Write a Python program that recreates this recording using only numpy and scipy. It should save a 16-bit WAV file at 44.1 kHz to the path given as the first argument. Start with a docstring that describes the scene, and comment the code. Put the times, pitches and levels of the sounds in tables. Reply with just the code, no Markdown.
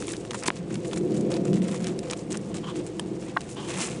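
"""A dog digging in a lawn

Close by, a dog's forepaws rake crumbling soil about five times a second and loose earth trickles back.
Rootlets snap, a thicker root and a twig break. The dog sniffs in the hole, makes one hollow clop and
drags out a long pawful. Behind it a low, hollow wind swells and sinks over a faint hiss and a thin whine."""
import sys
import numpy as np
from scipy import signal
from scipy.fft import rfft, irfft
from scipy.io import wavfile
from scipy.ndimage import uniform_filter1d

SR = 44100
rng = np.random.default_rng(int(sys.argv[2]) if len(sys.argv) > 2 else 0)


def output_pcm(signal):
    """Save a mono or channel-first signal as 16-bit PCM at the path in sys.argv[1].

    Samples are clipped to [-1, 1] before scaling.
    """
    pcm = np.clip(np.atleast_2d(signal).T, -1, 1) * 32767
    wavfile.write(sys.argv[1], SR, np.round(pcm).astype(np.int16))


N = 176400  # 4 seconds
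SAND_HZ = 5000  # fine sand sounds above this, coarser soil below


def undb(db):
    """Turn decibels into a number to multiply by."""
    return 10 ** (np.asarray(db) / 20)


def unit(x):
    """Scale a signal to an average strength (rms) of 1."""
    return x / np.sqrt(np.mean(x ** 2))


def curve(rows, column=1):
    """Glide from row to row of a timed table, one value per sample."""
    rows = np.array(rows)
    return np.interp(np.arange(N) / SR, rows[:, 0], rows[:, column])


def colour(x, points):
    """Shape the bass and treble with (f/Hz, level/dB) points; rms 1."""
    hz, db = np.array(points).T
    f = np.arange(N // 2 + 1) * SR / N + 1
    gain = undb(np.interp(np.log(f), np.log(hz), db))
    return unit(irfft(rfft(x) * gain, N))


def band(x, hz, width):
    """A resonance: it lets through the sound near one pitch."""
    q = max(hz / width, hz / (SR / 4))
    return signal.lfilter(*signal.iirpeak(hz, q, fs=SR), x)


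def soften(x, soft_hz):
    """Dull the treble."""
    return signal.sosfilt(signal.butter(2, soft_hz, fs=SR, output="sos"), x)


def high_pass(x, low_hz):
    """Take out the bass."""
    return signal.sosfilt(signal.butter(2, low_hz, "high", fs=SR, output="sos"), x)


def waver(per_s):
    """Glide to a new random value per_s times a second; rms 1."""
    hold = int(SR / per_s)
    steps = np.repeat(rng.standard_normal(N // hold + 1), hold)
    return unit(uniform_filter1d(steps, hold)[:N])


def envelope(start, length, attack, release):
    """Loudness that rises, holds and dies away; times in seconds."""
    t = np.arange(N) / SR - start
    rise = np.clip(t / attack + .5, 0, 1)
    return rise * np.exp(-np.maximum(t - length + release / 2, 0) / release)


def add(out, at, x):
    """Mix x into out, starting at a time in seconds."""
    i = max(int(at * SR), 0)
    out[i:i + len(x)] += x[:N - i]


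def rush(peaks):
    """Air rushing through steep (f/Hz, width/Hz, level/dB) resonances; rms 1."""
    out = np.zeros(N)
    for hz, width, db in peaks:
        wider = 1.67 * width  # filtering twice narrows it again
        out += undb(db) * band(band(rng.standard_normal(N), hz, wider), hz, wider)
    return unit(out)


def ring(tones, tilt_db=0):
    """Tones ring after a blow, each falling 60 dB in its fade time; peak 1."""
    t = np.arange(SR // 10) / SR
    y = np.zeros(len(t))
    for hz, db, fade in tones:
        gain = undb(db + tilt_db * np.log2(hz / tones[0][0]))
        y += gain * np.sin(2 * np.pi * hz * t) * np.exp(-np.log(1000) * t / fade)
    return y / np.abs(y).max()


def crumbs(per_s, spread_db):
    """Tiny fractures in ten sizes, each size clicking per_s times a second at its own pitch; rms 1."""
    out = np.zeros(N)
    for hz in np.geomspace(520, 9800, 10):
        clicks = (rng.random(N) < per_s / SR) * rng.choice([-1, 1], N)
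        strength = undb(spread_db * np.minimum(rng.exponential(size=N), 4))  # a few are much louder
        out += band(clicks * strength, hz, width=hz / 2.8)
    return unit(out)


def whine():
    """A faint, steady, high band of sound, like far insects."""
    return undb(-68) * rush([(8090, 70, 0)])


# How the wind swells: t/s, then level/dB of its low, middle and upper resonances
GUSTS = [(0, -36, -33.5, -43), (.1, -47, -35.5, -49), (.3, -42, -37.5, -44), (.55, -38.5, -49, -47),
         (.72, -31.5, -34, -46), (.88, -36, -35, -37.5), (1.02, -32.5, -27.5, -42), (1.18, -26, -27, -35.5),
         (1.35, -31.5, -27, -34), (1.55, -24, -29, -36), (1.72, -31, -37.5, -38.5), (1.92, -32, -30.5, -43),
         (2.1, -40.5, -39.5, -38), (2.3, -35, -34.5, -47), (2.56, -33.5, -39, -42), (2.68, -36.5, -41, -47),
         (2.8, -39, -30.5, -41.5), (2.92, -42.5, -37.5, -45.5), (3.04, -36.5, -33, -46.5),
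         (3.25, -42, -39.5, -44), (3.48, -42.5, -44, -48), (3.7, -39, -37.5, -45),
         (3.97, -32.5, -41, -40.5)]
# Those three groups of resonances: f/Hz, width/Hz, relative level/dB
WIND_LOW = [(138.4, 27, -11), (185.4, 40, -1.5), (223, 18, -9.5)]
WIND_MIDDLE = [(314.5, 26.6, 2.5), (354.6, 50.4, 3)]
WIND_UPPER = [(499.5, 41, 0), (681, 35.7, -9.5)]
# Tone colour of the low rumble and of the outdoor hiss: f/Hz, relative level/dB
RUMBLE_COLOUR = [(25, -19), (45, -15), (70, -5), (90, -9), (125, 4), (200, -2), (260, -3), (420, -3),
                 (600, -16), (800, -18), (1200, -23), (2500, -77)]
HISS_COLOUR = [(200, -13), (700, 28), (1200, 19), (2200, 19), (4500, 8.5), (6500, -14), (8300, -4),
               (10000, -8)]
def wind():
    """Hollow resonances swell and sink over a rumble that follows them loosely, and a faint hiss."""
    levels = [curve(GUSTS, column) for column in (1, 2, 3)]
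    groups = (WIND_LOW, WIND_MIDDLE, WIND_UPPER)
    hollow = sum(undb(db - .5) * rush(peaks) for db, peaks in zip(levels, groups))
    swell_db = np.mean(levels, axis=0) - np.mean(levels)
    rumble = undb(-40 + .11 * swell_db) * colour(rng.standard_normal(N), RUMBLE_COLOUR)
    hiss = undb(-55) * colour(rng.standard_normal(N), HISS_COLOUR)
    return hollow + rumble + hiss


# Tone colour of falling earth: f/Hz, relative level/dB
TRICKLE_COLOUR = [(500, -10), (1200, -3), (2600, 4), (4500, 2), (7000, 4), (10000, 0.5)]
def trickle():
    """Loose earth falls back all the while: crumbs fairly evenly, fine sand in fits."""
    coarse, fine = (colour(crumbs(per_s=500, spread_db=2.8), TRICKLE_COLOUR) for _ in range(2))
    coarse = soften(coarse, SAND_HZ) * undb(1.8 * waver(per_s=35))
    fine = high_pass(fine, SAND_HZ) * undb(3.5 * waver(per_s=35))
    return undb(-54.5) * (coarse + fine)


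# Tone colour of crumbling soil: f/Hz, relative level/dB
SOIL_COLOUR = [(200, -28), (500, 2.5), (1000, 4), (1600, 0.5), (2500, 3.5), (3500, -1), (4800, -3),
               (7500, 2), (10000, -2.5)]
def earthy(x):
    """Make a noise sound like crumbling soil; rms 1."""
    return colour(x, SOIL_COLOUR)


# Each sniff: t/s, length/s, level/dB, lowest resonance f/Hz
SNIFF_PUFFS = [(2.506, 0.026, -55, 1080), (2.636, 0.015, -39, 1070), (2.668, 0.044, -38.5, 1080),
               (3.562, 0.053, -39.5, 940), (3.626, 0.035, -42.5, 980)]
# The higher resonances of the nose: f/Hz, width/Hz, relative level/dB
NOSE_PEAKS = [(1600, 190, -18), (3140, 460, -7), (4470, 3100, -23.5)]
def sniffs():
    """Puffs of air pass through the resonances of the dog's nose and stir the loose soil."""
    out = np.zeros(N)
    for at, length, db, hz in SNIFF_PUFFS:
        breath = rush([(hz, 250, 0)] + list(NOSE_PEAKS))
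        stirred = undb(-12) * unit(soften(earthy(rng.standard_normal(N)), SAND_HZ))
        out += undb(db) * envelope(at, length, attack=.012, release=.014) * unit(breath + stirred)
    return out


# Rootlets and dry stems snapping: t/s, relative level/dB, f/Hz
ROOTLET_SNAPS = [(0.023, -19.5, 1300), (0.081, -18, 2180), (0.098, -30, 3000), (0.108, -28, 2700),
                 (0.136, -20, 2000), (0.166, -22.5, 8000), (.250, -25.5, 2520), (0.308, -14.5, 3400),
                 (0.315, -21, 1680), (0.333, -21, 1580), (0.347, -17.5, 1180), (.435, -16, 7000),
                 (0.46, -21, 6650), (0.4804, -9.5, 3140), (0.706, -28, 1200), (.742, -21.5, 7000),
                 (0.755, -21.5, 3600), (0.848, -35, 2200), (0.912, -26, 2980), (0.9321, -16.5, 2820),
                 (0.973, -20.5, 3600), (1.011, -33, 2200), (1.12, -29.5, 4000), (1.209, -22.5, 9000),
                 (1.317, -22, 5500), (1.323, -25, 2930), (1.34, -20, 2780), (1.531, -21.5, 3300),
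                 (1.682, -26.5, 5000), (1.843, -19.5, 4500), (1.869, -16, 4060), (1.893, -27, 2600),
                 (1.99, -18.5, 6400), (2.099, -18, 2800), (2.1105, -12.5, 7600), (2.124, -27, 5000),
                 (2.133, -13.5, 3250), (2.308, -32, 4000), (2.342, -25, 2970), (2.3712, -16.5, 8350),
                 (2.5433, -23.5, 2220), (2.758, -25, 1270), (2.9957, -17, 7150), (3.407, -23, 5000),
                 (3.415, -26, 4500), (3.491, -29, 4030)]
def rootlets():
    """Each snap is a millisecond burst in a broad resonance, with a tail of splinters."""
    out, t = np.zeros(N), np.arange(SR // 20) / SR
    splinters = undb(-16) * np.exp(-t / .004)
    shape = np.minimum(t / .0008, 1) * (np.exp(-t / .0013) + splinters)
    for at, db, hz in ROOTLET_SNAPS:
        burst = band(rng.choice([-1, 1], len(t)) * shape, hz, width=4 * hz)
        snap = soften(burst, 2 * hz) + .72 * burst  # some undulled burst keeps the edge sharp
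        add(out, at, undb(db - 26) * unit(snap))
    return out


# A thick root giving way: t/s, crack level/dB, thud level/dB, crack's treble limit f/Hz
ROOT_BREAKS = [(0.4837, -6.5, -12, 6500), (0.5037, -7, -27, 3700)]
# Tones of the root's crack, its thud and the twig: f/Hz, relative level/dB, fade/s
CRACK_TONES = [(1230, -13, 0.0043), (1870, 15, 0.0015), (3300, -12, 0.0021)]
THUD_TONES = [(350, 7.5, 0.021), (724, -21, 0.013), (1020, -1.5, 0.026)]
TWIG_TONES = [(980, -7, 0.038), (1190, -4.5, 0.017), (1750, -7, 0.024), (3150, 2, 0.015),
              (3560, -13, 0.011), (5040, -12, 0.013), (6800, -21, 0.0089), (8070, -6, 0.02),
              (8650, -7, 0.017)]
def root_and_twig():
    """A root cracks twice and thuds in the ground; later a dry twig breaks."""
    out = np.zeros(N)
    for at, crack_db, thud_db, soft_hz in ROOT_BREAKS:
        crack = undb(crack_db) * soften(ring(CRACK_TONES), soft_hz)
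        add(out, at, crack + undb(thud_db) * ring(THUD_TONES))
    add(out, 2.9958, undb(-16) * ring(TWIG_TONES))
    return high_pass(out, low_hz=260)


# The clop's two contacts: t/s, level/dB before filtering, brightness/dB per octave
CLOP_CONTACTS = [(3.365, -5, -19.5), (3.3699, -1.5, 6)]
# Its hollow ring: f/Hz, relative level/dB, fade/s
CLOP_TONES = [(726, -12, 0.044), (890, -7, 0.051), (1097, 6, 0.036), (1436, 1, 0.021), (1554, 8.5, 0.018),
              (1860, 3.5, 0.016), (2380, -13, 0.014), (2790, -13, 0.019), (3400, -15, 0.018),
              (4040, -12, .009), (5250, -15, 0.0062)]
def clop():
    """A dull contact and a bright one come so close together that they make one hollow clop."""
    out, rise_s = np.zeros(N), .0012
    for at, db, tilt in CLOP_CONTACTS:
        tones = ring(CLOP_TONES, tilt)
        rise = np.minimum(np.arange(len(tones)) / SR / rise_s, 1)
        add(out, at, undb(db) * tones * rise)
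    return soften(high_pass(out, low_hz=660), soft_hz=4200)


def raked_soil(dust_db, roughness):
    """Clods, grit and sand crumble low, middle and high, in spurts as the claws catch and slip."""
    spurts_db = 2 * waver(per_s=160)
    earth = earthy(crumbs(per_s=380, spread_db=3.6) + undb(dust_db) * rng.standard_normal(N))
    clods = signal.sosfiltfilt(signal.butter(2, 2000, fs=SR, output="sos"), earth)
    sand = signal.sosfiltfilt(signal.butter(2, SAND_HZ, "high", fs=SR, output="sos"), earth)
    grit = earth - clods - sand
    layers = []
    for grains in (clods, grit, sand):
        flicker_db = 2.5 * waver(per_s=70)
        loudness = unit(undb(roughness * (spurts_db + flicker_db)))
        layers.append(undb(-.73) * grains * loudness)
    return layers


def mix_soil(layers, tilt_db):
    """Join the three layers; more sand and fewer clods sound brighter."""
    clods, grit, sand = layers
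    gain = undb(tilt_db * 1.5)  # the layers lie about 1.5 octaves apart
    return clods / gain + grit + sand * gain


# Each paw stroke: t/s, length/s, relative level/dB, brightness/dB per octave
PAW_STROKES = [(0, 0.12, -44.5, 2), (0.077, 0.077, -40.5, 0), (0.152, 0.082, -58, 8),
               (0.343, 0.017, -40, -5), (0.33, 0.087, -46, 3.5), (0.426, 0.023, -43, -6),
               (0.458, 0.022, -28.5, 1), (0.557, 0.034, -45.5, 0.5), (0.702, .06, -48.5, -2),
               (0.846, 0.022, -46, -1.5), (0.918, 0.029, -40, -2), (0.959, 0.028, -38, 0.5),
               (1.106, 0.011, -44, -2), (1.139, 0.049, -43.5, 1.5), (1.301, 0.074, -40.5, -1.5),
               (1.45, 0.037, -42.5, -1.5), (1.539, 0.047, -44.5, 2.5), (1.619, 0.097, -43, -1),
               (1.711, 0.07, -38.5, -0.5), (1.794, 0.134, -43.5, -1.5), (2.03, 0.054, -44.5, -2),
               (2.104, 0.025, -36, -3), (2.163, 0.06, -53, 5.5), (2.304, 0.057, -38.5, 0),
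               (2.543, 0.043, -39, 0.5), (2.752, 0.055, -44.5, -1), (2.865, 0.016, -43.5, -0.5),
               (3.224, 0.1, -49, -2), (3.404, 0.12, -51, -1)]
# The course of the long drag: t/s, relative level/dB, brightness/dB per octave
PAW_DRAG = [(3.6, -52, 1), (3.675, -43.5, 1), (3.69, -35.5, -2), (3.77, -34.5, 0), (3.815, -28.5, 1.5),
            (3.86, -33, 2), (3.885, -38.5, -1), (3.96, -44, 2), (4, -51, 0)]
def paws():
    """The forepaws rake the soil in short strokes, then make one long, smoother drag."""
    rough = raked_soil(dust_db=-7.5, roughness=1)
    strokes = np.zeros(N)
    for at, length, db, tilt in PAW_STROKES:
        strokes += undb(db) * envelope(at, length, attack=.004, release=.008) * mix_soil(rough, tilt)
    smooth = raked_soil(dust_db=0, roughness=.44)
    dragging = np.arange(N) / SR > PAW_DRAG[0][0]
    drag = undb(curve(PAW_DRAG)) * dragging * mix_soil(smooth, curve(PAW_DRAG, column=2))
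    return strokes + drag


def scene():
    """The digging in front of the wind, in one channel."""
    digging = paws() + trickle() + rootlets() + root_and_twig() + clop() + sniffs()
    return (digging + wind() + whine())[None]


def record(dry):
    """Cut the treble steeply above 10000 Hz."""
    return signal.sosfilt(signal.ellip(8, .2, 70, 10000, fs=SR, output="sos"), dry)


dry = scene()
out = record(dry)
output_pcm(out)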